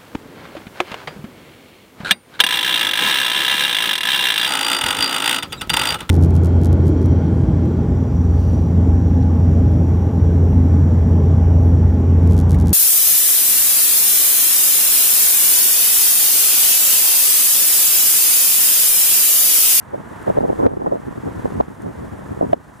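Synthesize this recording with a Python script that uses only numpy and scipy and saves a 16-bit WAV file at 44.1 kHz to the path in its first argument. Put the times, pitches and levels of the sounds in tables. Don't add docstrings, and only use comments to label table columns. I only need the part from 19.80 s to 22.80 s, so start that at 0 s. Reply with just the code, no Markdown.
import sys
import numpy as np
from scipy import signal
from scipy.fft import rfft, irfft
from scipy.io import wavfile

SR = 44100
rng = np.random.default_rng(int(sys.argv[2]) if len(sys.argv) > 2 else 0)


def store_wav(level_fs):
    pcm = np.round(np.clip(np.atleast_2d(level_fs), -1, 1) * 32767)
    wavfile.write(sys.argv[1], SR, pcm.T.astype(np.int16))


N = 132300
TIME, FREQS = np.arange(N) / SR, np.fft.rfftfreq(N, 1 / SR)
OPPOSED = np.array([[1], [-1]])


def amp(db):
    return 10 ** (np.asarray(db) / 20)


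def unit_rms(x):
    return x / np.sqrt(np.mean(x ** 2) + 1e-20)


def curve(rows, column=1):
    rows = np.array(rows)
    return np.interp(TIME, rows[:, 0], rows[:, column])


def colour(x, spectrum):
    hz, db = np.transpose(spectrum)
    gain = amp(np.interp(np.log(FREQS + 1), np.log(hz), db))
    return irfft(rfft(x) * unit_rms(gain), N)


def wobble(rate_hz):
    band = FREQS / (FREQS + rate_hz / 10) / (1 + (FREQS / rate_hz) ** 4)
    drift = unit_rms(irfft(rfft(rng.standard_normal(N)) * band, N))
    return 2 * np.tanh(drift / 2)


def stereo_noise(correlation):
    mid, side = rng.standard_normal((2, N))
    return np.sqrt((1 + correlation) / 2) * mid + np.sqrt((1 - correlation) / 2) * side * OPPOSED


def eddy(spectrum, levelling_s=0.0044):
    noise = colour(rng.standard_normal(N), spectrum)
    smoothing = np.exp(-(np.pi * FREQS * levelling_s) ** 2)
    power = irfft(rfft(noise ** 2) * smoothing, N)
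    return unit_rms(noise / np.sqrt(abs(power) + np.mean(noise ** 2) / 20))


# (frequency [Hz], relative level [dB])
ROAR_EQ = [(30, -23), (120, 4), (250, -5.5), (500, -6.5), (950, 1), (1400, -3), (1800, -4), (2400, -18),
           (3400, -23), (6000, -49)]
HISS_EQ = [(500, -37), (2500, -3), (3500, 0), (4700, -2.5), (7000, 0), (9500, -2.5), (12000, -6.5),
           (15500, -18.5)]
FIZZ_EQ = [(3000, -38), (7000, -10.5), (10000, -7.5), (13000, -11), (15500, -12)]
# (frequency [Hz], left boost and right cut [dB])
ROAR_LEAN = [(200, 9.5), (500, -6.5), (1000, -3.5), (1400, 0.5), (1900, 1.65)]
# (time [s], roar gain [dB], leaf gain [dB])
BREEZE_RIDE = [(0, -6.5, -10), (.25, -2.5, -6), (.5, 2.5, 0), (.8, 2, 1), (1.1, 3, 1), (1.6, 2, 1),
               (2, -3.5, -4.5), (2.5, -3.5, -4.5), (3, -5, -3.5)]


def trees(roar_db=-38.5, hiss_db=-55, fizz_db=-58.5):
    hz, pan_db = np.transpose(ROAR_LEAN)
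    lean = amp(np.interp(FREQS, hz, pan_db) * OPPOSED)
    roar = colour(stereo_noise(correlation=0.47), ROAR_EQ)
    roar = irfft(rfft(roar) * lean, N)
    hiss = colour(stereo_noise(correlation=0.98), HISS_EQ) * amp(hiss_db)
    fizz = colour(stereo_noise(correlation=-0.32), FIZZ_EQ) * amp(fizz_db)
    roar_gain = amp(roar_db + curve(BREEZE_RIDE, column=1) + 0.73 * wobble(rate_hz=36))
    leaf_gain = amp(curve(BREEZE_RIDE, column=2) + 0.96 * wobble(rate_hz=29) + 0.27 * OPPOSED)
    return roar * roar_gain + (hiss + fizz) * leaf_gain


# (time [s], level [dB])
TICK_CUES = [(.4264, -50), (.9178, -47), (2.0197, -43.5)]
# (frequency [Hz], relative level [dB])
TICK_EQ = [(1000, -12), (5000, -13), (7500, -2), (9500, 2), (12000, -10), (16000, -15)]


def leaf_ticks(tick_decay_s=0.0027, crackle_decay_s=0.0014, taps_per_s=440, crackle_db=-68.5):
    envelope = np.zeros(N)
    for start, db in TICK_CUES:
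        envelope += amp(db) * (TIME >= start) * np.exp(-abs(TIME - start) / tick_decay_s)
    taps = (rng.random(N) < taps_per_s / SR) * rng.random(N) ** 2
    crackle = signal.lfilter([1], [1, -np.exp(-1 / (crackle_decay_s * SR))], taps)
    envelope += amp(crackle_db) * unit_rms(crackle)
    return colour(stereo_noise(correlation=0.95) * envelope, TICK_EQ)


# (time [s], rumble gain [dB])
GUST_RIDE = [(0, -16.5), (.2, -5), (.42, -9), (.65, 3), (.76, -1), (.87, 9.5), (1.1, 3), (1.21, -0.5),
             (1.4, -0.5), (1.6, 2), (1.79, 1.5), (1.96, -6), (2.1, -6.5), (2.42, -4), (2.7, -0.5),
             (2.8, -5), (3, -14.5)]
# (frequency [Hz], relative level [dB])
RUMBLE_EQ = [(20, -29), (35, -48), (55, -3), (100, -3.5), (200, -1.5), (350, -10), (700, -19.5),
             (1400, -28.5), (4500, -106)]
FLUTTER_EQ = [(70, -35), (130, -8), (230, 7.5), (400, 5.5), (700, -10), (1200, -19.5), (2400, -36),
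              (5000, -100)]


def rumble(rumble_db=-33, flutter_db=-28.5):
    gust_db, lumps = curve(GUST_RIDE), wobble(rate_hz=69)
    low = eddy(RUMBLE_EQ) * amp(rumble_db + gust_db) * unit_rms(amp(4.2 * lumps))
    flutter = eddy(FLUTTER_EQ) * amp(flutter_db + 1.4 * gust_db) * unit_rms(amp(10 * lumps))
    return low * amp(0.5 * OPPOSED) + flutter * OPPOSED


# (start [s], length [s], relative level [dB], thud send [dB])
PUFF_CUES = [(0.481, 0.041, -29, -9), (0.611, 0.029, -29, 2), (0.842, 0.034, -19.5, -1.5),
             (1.264, 0.033, -25, -5.5), (1.373, 0.015, -24.5, -15), (1.454, 0.043, -24, 0.5),
             (1.549, 0.042, -31.5, 2), (1.731, 0.087, -32, 7.5), (2.015, 0.1, -32.5, 2),
             (2.166, 0.097, -38.5, 9), (2.315, 0.042, -37.5, 2.5), (2.504, 0.029, -31, 7),
             (2.618, 0.13, -36.5, 4.5)]
# (frequency [Hz], relative level [dB])
PUFF_EQ = [(40, -36), (90, -6), (160, 7.5), (260, 2), (420, -10), (800, -18.5), (1500, -24), (4500, -102)]
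THUD_EQ = [(20, -24), (35, -10), (55, -5), (90, 12.5), (150, -5), (250, -16.5), (900, -84)]


def puffs(roundness=0.44, lean_db=1, flutter_db=6, thud_db=-4.5):
    envelope, thud_envelope = np.zeros((2, N))
    for start, length, db, send_db in PUFF_CUES:
        progress = np.clip((TIME - start) / length, 0, 1)
        swell = amp(db) * (4 * progress * (1 - progress)) ** roundness
        envelope += swell
        thud_envelope += swell * amp(send_db)
    air = amp(lean_db * OPPOSED) * eddy(PUFF_EQ) + amp(flutter_db) * eddy(FLUTTER_EQ) * OPPOSED
    return envelope * air + amp(thud_db) * thud_envelope * eddy(THUD_EQ)


# (centre time [s], length [s], relative level [dB])
BUFFET_CUES = [(0.144, 0.019, -20.5), (0.48, 0.015, -18), (.5, .018, -14), (0.574, 0.015, -12.5),
               (0.611, 0.01, -11.5), (0.647, 0.022, -9.5), (0.699, 0.021, -11.5), (0.73, 0.0022, -11),
               (.797, .008, -11.5), (0.806, 0.019, -15.5), (0.858, 0.053, -9.5), (0.933, 0.013, -12.5),
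               (1.017, 0.022, -11.5), (1.071, 0.018, -6.5), (1.13, 0.02, -6.5), (1.158, 0.015, -11.5),
               (1.658, 0.0044, -8), (1.804, 0.0085, -12), (2.063, .012, -22.5), (2.628, 0.012, -12),
               (2.646, 0.0077, -14), (2.742, 0.0034, -9)]
# (frequency [Hz], relative level [dB])
FLAP_EQ = [(100, -62), (200, -14.5), (380, 4), (650, -3), (950, -9.5), (1400, -26), (2300, -50),
           (5000, -103)]
BODY_EQ = [(40, -30.5), (110, -2), (170, 6), (380, 5), (650, -3), (1000, -12.5), (1800, -58), (6000, -100)]


def buffets(trim_db=-1, rough_db=4.5, body_db=-10, lean_db=-0.4):
    power = sum(amp(db) ** 2 / (1 + (2 * (TIME - centre) / length) ** 4)
                for centre, length, db in BUFFET_CUES)
    roughness = unit_rms(amp(rough_db * wobble(rate_hz=167)))
    flap = eddy(FLAP_EQ) * OPPOSED * amp(lean_db * OPPOSED)
    body = amp(body_db) * eddy(BODY_EQ)
    return np.sqrt(power) * amp(trim_db) * roughness * (flap + body)


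# (centre time [s], length [s], level [dB], pitch [Hz])
SLAP_CUES = [ (0.1465, .004, -8.5, 530), (.4808, 0.0028, -4.5, 614), (0.503, 0.0019, -2, 530),
             (0.5805, 0.0031, -4.5, 497), (0.5874, 0.0034, 1, 516), (0.6384, 0.0017, -6, 490),
             (0.6517, 0.0042, -2.5, 495), (0.704, 0.0035, 0, 480), (.8638, .0034, -1, 500),
             (.868, .0031, 5.8, 490), (1.062, .0024, 1, 850), (1.0669, 0.00093, 2.5, 765),
             (1.0745, 0.004, -5, 564), (1.1243, 0.0059, 2, 530), (1.8091, .002, 2.3, 700),
             (2.6128, 0.003, -1.5, 610), (2.7318, .0026, 0, 630), (2.7349, .0036, 1.6, 630), ]


def slaps(shared_db=-17, push_db=-20, push_ratio=0.42, push_stretch=0.99, lean_db=-0.72):
    out = np.zeros((2, N))
    phase_jitter = 0.2 * wobble(rate_hz=460)
    for centre, length, db, hz in SLAP_CUES:
        near = abs(TIME - centre) < 10 * length
        offset_s = TIME[near] - centre
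        phase = 2 * np.pi * hz * offset_s + phase_jitter[near]
        taper = np.pi * offset_s / length
        flap = (np.sin(phase) * OPPOSED + amp(shared_db) * np.cos(phase)) / np.cosh(taper)
        push = amp(push_db) * np.cos(push_ratio * phase) / np.cosh(taper / push_stretch)
        out[:, near] += amp(db + lean_db * OPPOSED) * (flap + push)
    return out


def ports(x, side_cut_hz=122):
    side = signal.lfilter(*signal.butter(2, side_cut_hz, "high", fs=SR), (x[0] - x[1]) / 2)
    return x.mean(0) + side * OPPOSED


def scene():
    wind = rumble() + puffs() + buffets() + slaps()
    return ports(wind + trees()) + leaf_ticks()


def record(dry, threshold_db=-11, lag_s=0.0043, recover_db_per_s=13, duck_share=0.92,
           clip_hardness=60, cutoff_hz=15850):
    pole = np.exp(-1 / (lag_s * SR))
    lag = [1 - pole], [1, -pole]
    power_db = 10 * np.log10(signal.lfilter(*lag, (dry ** 2).mean(0)) + 1e-12)
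    fall_db = TIME * recover_db_per_s
    held_db = np.maximum.accumulate(power_db + fall_db) - fall_db
    over_db = np.maximum(held_db - threshold_db, 0)
    ducked = dry * amp(-duck_share * signal.lfilter(*lag, over_db))
    clipped = ducked / (1 + abs(ducked) ** clip_hardness) ** (1 / clip_hardness)
    lowpass = signal.firwin(511, cutoff_hz, window=("kaiser", 9), fs=SR)
    return signal.oaconvolve(clipped, lowpass[None], "same")


dry = scene()
out = record(dry)
store_wav(out)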